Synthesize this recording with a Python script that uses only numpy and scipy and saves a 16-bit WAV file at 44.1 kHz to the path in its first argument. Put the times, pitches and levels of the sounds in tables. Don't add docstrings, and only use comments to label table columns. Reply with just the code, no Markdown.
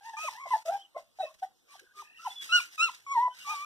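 import sys
import numpy as np
from scipy import signal
from scipy.fft import rfft, irfft
from scipy.io import wavfile
from scipy.ndimage import uniform_filter1d

SR = 44100
rng = np.random.default_rng(int(sys.argv[2]) if len(sys.argv) > 2 else 0)


def transcribe(signal):
    frames = np.atleast_2d(signal).T
    limited = np.clip(frames, -1, 1)
    pcm = np.round(limited * 32767).astype(np.int16)
    wavfile.write(sys.argv[1], SR, pcm)


def convert_level_to_amplitude(level_db):
    exponent = np.asarray(level_db, float) / 20
    return 10 ** exponent


N = 160965


def on_log(table, hz):
    points = np.array(table, float)
    return np.interp(np.log(np.maximum(hz, 1)), np.log(points[:, 0]), points[:, 1])


def unit(x):
    return x / np.sqrt(np.mean(x ** 2))


def walk(rate_hz, size):
    k = max(int(SR / rate_hz), 2)
    noise = rng.standard_normal(size + 4 * k)
    return unit(uniform_filter1d(uniform_filter1d(noise, k), k))[:size]


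def voice(out, start_s, hz, gain, tilt_db, rough, second_db, third_db):
    # pitch_hz, level_db
    throat = [(1000, 9.5), (2000, 7), (2800, 13), (4700, -9), (5700, -1.5), (7500, -1.5), (12000, -46)]
    jitter, jitter_hz, shimmer_hz = 0.03, 146, 214
    rough_growth = 0.8
    n = len(hz)
    pitch_wander, steady_wander, cross_wander = [walk(r, SR // 3)[:n] for r in (jitter_hz, shimmer_hz, shimmer_hz)]
    phase = 2 * np.pi * np.cumsum(hz * (1 + jitter * rough * pitch_wander)) / SR

    k = np.arange(1, 11)[:, None]
    harmonic_db = on_log(throat, k * hz) - on_log(throat, hz) + tilt_db * np.log2(k)
    harmonic_db = harmonic_db + second_db * (k == 2) + third_db * ((k == 3) + 0.5 * (k == 4))
    size = convert_level_to_amplitude(harmonic_db) * (k * hz < SR / 3)

    r = np.clip(rough * k ** rough_growth, 0, 1)
    wave = (np.sqrt(1 - r ** 2) + r * steady_wander) * np.sin(k * phase)
    wave = wave + r * cross_wander * np.cos(k * phase)
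    sound = np.sqrt(2) * gain * (size * wave).sum(axis=0)
    return out + np.pad(sound, (int(start_s * SR), N))[:N]


def long_calls():
    # time_s, pitch_hz, level_db
    early = [
        [(.008, 789, -60.5), (.045, 848, -54), (.06, 927, -50), (.079, 922, -45), (.095, 904, -39.5),
         (.125, 906, -60), (.14, 864, -39.5), (.165, 892, -51.5), (.195, 900, -38.5)],
        [(.167, 1176, -43.5), (.185, 1223, -44), (.235, 1290, -42), (.276, 1244, -38.5), (.286, 1012, -28),
         (.294, 890, -35.5)],
        [(.3, 918, -62.5), (.36, 886, -49.5), (.41, 1087, -49), (.5, 1044, -47.5)],
        [(.505, 1000, -36.5), (.512, 1016, -29), (.532, 1007, -27.5), (.54, 866, -19), (.56, 888, -26.5),
         (.565, 855, -40.5)],
    ]
    middle = [
        [(.652, 653, -47.5), (.678, 655, -38), (.694, 662, -26.5), (.71, 768, -33), (.728, 791, -31),
         (.762, 810.5, -33), (.78, 784, -41.5)],
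        [(1.187, 739, -41.5), (1.208, 765, -27), (1.223, 752, -42), (1.228, 636, -32.5), (1.242, 644, -32.5),
         (1.258, 531, -40)],
        [(1.938, 1203, -70), (2.0, 1226, -41.5), (2.018, 1180, -46.5), (2.03, 787, -44.5)],
        [(2.247, 985, -46.5), (2.265, 1025, -31), (2.278, 790, -31), (2.288, 703, -47.5)],
    ]
    squeals = [
        [(2.49, 1316, -43), (2.516, 1310, -37.5), (2.528, 1417, -23.5), (2.546, 1453, -19), (2.572, 1433, -22),
         (2.594, 1353, -33)],
        [(2.778, 1266, -42.5), (2.806, 1274, -29.5), (2.83, 1382, -25.5), (2.85, 1393, -32.5),
         (2.88, 1293, -37), (2.889, 1022, -40), (2.9, 993, -32.5)],
    ]
    late = [
        [(3.064, 1127, -43.5), (3.1, 1089, -39.5), (3.122, 1127, -29), (3.146, 1060, -37)],
        [(3.147, 1048, -33.5), (3.163, 977.5, -24), (3.18, 909, -21.5), (3.224, 997.4, -25),
         (3.276, 996.6, -27.5), (3.285, 925, -30.5)],
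        [(3.447, 1173, -49.5), (3.48, 1139, -36.5), (3.51, 1244, -33.5), (3.54, 1188, -38), (3.58, 1129, -40.5),
         (3.65, 1198, -39)],
    ]
    # tilt_db per octave, roughness 0-1, second_db, third_and_fourth_db
    mouth = [(-5.5, .3, 0, -13), (-1, .08, 0, -22.5), (-5.5, 0.5, 2, -15), (-15, 0.12, 3.5, -9),
             (-22, 0.37, 2.5, 6), (-24, 0.34, 1.5, 7), (-14, .25, -6, 4), (-14.5, 0, -5, 4.5),
             (-4.5, 0.07, 0, 8), (-2, 0.12, 0.5, 1), (-4.5, 0.05, 0, -17), (-19.5, 0.11, 3, -10.5),
             (-4, .06, -1.5, -8)]
    effort = 0.04
    close_db = 18.5
    out = np.zeros(N)
    for rows, (tilt_db, rough, second_db, third_db) in zip(early + middle + squeals + late, mouth):
        time_s, pitch_hz, level_db = np.array(rows, float).T
        t = np.arange(time_s[0], time_s[-1], 1 / SR)
        edge = np.clip(np.minimum(t - time_s[0], time_s[-1] - t) / 0.0026, 0, 1)
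        hz, db = [uniform_filter1d(np.interp(t, time_s, v), SR // 300, mode="nearest")
                  for v in (pitch_hz, level_db)]
        fallen = np.log2(hz / np.maximum.accumulate(hz))
        tilt = tilt_db + effort * (db - level_db.max()) + close_db * fallen
        out = voice(out, max(time_s[0], 0), hz, edge * convert_level_to_amplitude(db), tilt, rough, second_db, third_db)
    return out


def short_calls():
    # start_s, length_s, first_hz, last_hz, level_db
    notes = [(.228, 0.036, 775, 552, -46), (.455, 0.019, 784, 630, -42), (.558, 0.013, 787, 615, -40),
             (.942, 0.061, 1085, 1034, -49.5), (.942, 0.083, 557.3, 679, -51.5),
             (.962, 0.013, 572, 746, -37), (1.677, 0.11, 1162, 1158, -62),
             (1.737, 0.0255, 1090, 696, -54.5), (1.785, 0.031, 1623, 1566, -57.5),
             (2.18, 0.12, 1297, 1397, -51), (2.594, 0.02, 1268, 833, -47), (3.275, 0.013, 811, 606, -41),
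             (3.295, 0.092, 1530, 1520, -65), (3.375, 0.085, 1515, 1460, -64),
             (3.465, 0.091, 832, 908, -43), (1.95, 0.098, 402.5, 395, -69.5),
             (2.81, 0.065, 403, 384.4, -65)]
    # start_s, length_s, first_hz, last_hz, level_db
    whistles = [
        (1.419, .037, 745, 765, -32.5),
        (1.21, .085, 2620, 2580, -51),
        (1.19, .07, 3900, 3850, -50),
        (2.297, .042, 3460, 3440, -46),
        (2.348, .1, 3450, 3340, -43),
        (2.59, .022, 2600, 2280, -33),
        (3.295, .06, 3020, 3050, -57),
        (3.39, .06, 2900, 2790, -53),
    ]
    # start_s, length_s, first_hz, last_hz, level_db
    whines = [(.765, .11, 3150, 3050, -59), (.942, .07, 2130, 2080, -60), (1.68, .07, 2330, 2350, -66),
              (1.82, .14, 1560, 1520, -70), (1.99, .27, 2400, 2800, -62), (2.02, .22, 1750, 1900, -67),
              (2.22, .06, 5650, 5600, -62), (3.12, .1, 4350, 4250, -62), (1.195, .08, 1950, 1850, -60),
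              (1.422, .035, 1950, 1900, -58), (1.25, .07, 1150, 1000, -59), (1.8, .06, 430, 420, -68),
              (2.83, .08, 4150, 3950, -53), (2.6, .05, 2450, 2400, -51), (1.985, .015, 2300, 2200, -56),
              (2.16, .07, 2750, 2800, -60)]
    edge_share = 0.27
    out = np.zeros(N)
    for rows, tilt_db, rough in (notes, -18.5, 0.42), (whistles, -17, 0.24), (whines, -17, 0.9):
        for start_s, length_s, first_hz, last_hz, level_db in rows:
            u = np.linspace(0, 1, int(length_s * SR))
            ramp = np.clip(np.minimum(u, 1 - u) / edge_share, 0, 1)
            gain = np.sin(np.pi / 2 * ramp) ** 2 * convert_level_to_amplitude(level_db)
            hz = first_hz + (last_hz - first_hz) * u
            out = voice(out, start_s, hz, gain, tilt_db, rough, second_db=-5.5, third_db=-9)
    return out


def shed(x):
    t60_s, echo_db = 0.2, -15.5
    t = np.arange(SR // 2) / SR
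    tail = rng.standard_normal((2, len(t))) * convert_level_to_amplitude(-60 * t / t60_s) * np.clip(t / 0.0055, 0, 1)
    tail = tail / np.sqrt((tail ** 2).sum(axis=1, keepdims=True)) * convert_level_to_amplitude(echo_db)
    return signal.fftconvolve(x[None], tail, axes=1)[:, :N]


def hiss(colour, flicker_db, snap_db):
    crackle = rng.standard_normal((4, N)) * convert_level_to_amplitude(snap_db * walk(300, N))
    f, _, cells = signal.stft(crackle, SR, nperseg=512)
    flicker = uniform_filter1d(rng.standard_normal(cells.shape[1:]), size=2, axis=0)
    flicker = unit(uniform_filter1d(flicker, size=7, axis=1))
    cells = cells * convert_level_to_amplitude(on_log(colour, f)[:, None] + flicker_db * flicker)
    return unit(signal.istft(cells, SR, nperseg=512)[1][:, :N])


def straw(t):
    # peak_s, rise_s, level_db
    rustles = [(0.072, .05, -58.5), (.24, 0.069, -46.5), (0.337, 0.016, -58.5), (0.526, 0.064, -52),
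               (0.663, 0.012, -49.5), (0.683, 0.017, -49.5), (0.734, 0.041, -55), (0.988, 0.027, -63),
               (1.224, 0.056, -59), (1.346, 0.0054, -60.5), (1.394, 0.0096, -63.5), (1.435, 0.021, -60),
               (1.738, 0.056, -60.5), (1.797, 0.004, -52), (1.993, 0.039, -56), (2.196, 0.038, -64.5),
               (2.277, 0.073, -53.5), (2.435, 0.028, -44.5), (2.5, 0.059, -51), (2.578, 0.046, -41.5),
               (2.739, 0.031, -55.5), (2.824, 0.084, -50.5), (2.95, 0.017, -54), (3.092, 0.022, -63),
               (3.171, 0.066, -57), (3.402, 0.07, -54), (3.51, 0.083, -47.5)]
    # pitch_hz, level_db
    stalks = [(60, -11.5), (250, -11), (800, -13.5), (2000, 5.5), (3300, 2.5), (6000, 1), (10000, -7.5),
              (15000, -14)]
    rise_shape, fall_shape = 1.9, 1.43
    power = 0
    for peak_s, rise_s, level_db in rustles:
        away = np.abs((t - peak_s) / rise_s)
        loss_db = np.where(t < peak_s, 14 * away ** rise_shape, 5 * away ** fall_shape)
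        power = power + convert_level_to_amplitude(level_db - loss_db) ** 2
    return np.sqrt(power) * hiss(stalks, flicker_db=3, snap_db=1.5)


def handling(t):
    # peak_s, length_s, level_db
    rubs = [
        (.13, 0.058, -82),
        (.5, .07, -77),
        (.72, .05, -73),
        (1.22, 0.048, -81),
        (2.52, .04, -87.5),
        (2.86, .05, -80),
        (3.16, 0.12, -74.5),
    ]
    centre_hz = 95
    band = signal.butter(2, [centre_hz / 1.4, centre_hz * 1.4], "band", fs=SR, output="sos")
    rub = unit(signal.sosfilt(band, rng.standard_normal((2, N))))
    return rub * sum(convert_level_to_amplitude(db) * np.exp(-((t - peak_s) / length_s) ** 2) for peak_s, length_s, db in rubs)


def hush():
    # pitch_hz, level_db
    floor = [(40, -1), (300, 1), (800, -3.5), (4000, -5), (15000, -16)]
    return convert_level_to_amplitude(-74) * hiss(floor, flicker_db=4, snap_db=0)


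def ports(x, lead, side, colour=((1, 0),)):
    # pitch_hz, left_minus_right_db
    lean = [(500, .8), (2200, .3), (5000, -.3), (8000, -5), (11500, -9), (14000, -.3)]
    f = np.fft.rfftfreq(N, 1 / SR)
    lead_hz, half_turns = np.array(lead).T
    left = convert_level_to_amplitude(on_log(lean, f) / 2) * np.exp(0.5j * np.pi * side * np.interp(f, lead_hz, half_turns))
    return irfft(rfft(x) * convert_level_to_amplitude(on_log(colour, f)) * np.array([left, 1 / left]), N, axis=1)


def scene():
    # pitch_hz, lead_half_turns
    voice_lead = [(120, .8), (550, .08), (1500, .16), (2230, 1), (3350, 2), (4500, 3), (7000, 5.3),
                  (12200, 1.1)]
    # pitch_hz, lead_half_turns
    spread = [(0, 1), (2080, 2.95), (2380, 3.05), (4450, 5), (6900, 7), (8550, 8), (12800, 11), (15400, 13)]
    # pitch_hz, level_db
    near = [(6500, 0), (7500, -9), (12000, -9), (12800, 4), (14000, 0)]
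    # pitch_hz, level_db
    alone = [(300, -4), (1200, -22), (2300, -24), (4500, -7), (6000, -4), (12800, 1), (14300, -12),
             (15400, -20)]
    t = np.arange(N) / SR
    dogs = long_calls() + short_calls()
    near_echo, far_echo = shed(dogs)
    noise = straw(t) + hush()
    voices = ports(dogs + near_echo, voice_lead, 1) + ports(convert_level_to_amplitude(0.5) * far_echo, voice_lead, -1)
    scattered = ports(noise[0], spread, 1, near) + ports(noise[1], spread, -1)
    scattered = scattered + ports(noise[2:], spread, 0, alone)
    return voices + scattered + handling(t)


def roll_off(x):
    return signal.sosfilt(signal.butter(12, 15570, fs=SR, output="sos"), x)


def record(dry):
    # start_s, length_s, depth_db
    dips = [
        (.63, .022, -12),
        (2.764, .012, -9),
    ]
    t = np.arange(N) / SR
    duck_db = sum(db * ((t > start_s) & (t < start_s + length_s)) for start_s, length_s, db in dips)
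    top_cut = signal.ellip(8, 0.2, 60, 15520, fs=SR, output="sos")
    mix = signal.sosfilt(top_cut, dry) * convert_level_to_amplitude(uniform_filter1d(duck_db, SR // 100))
    return roll_off(mix)


dry = scene()
out = record(dry)
transcribe(out)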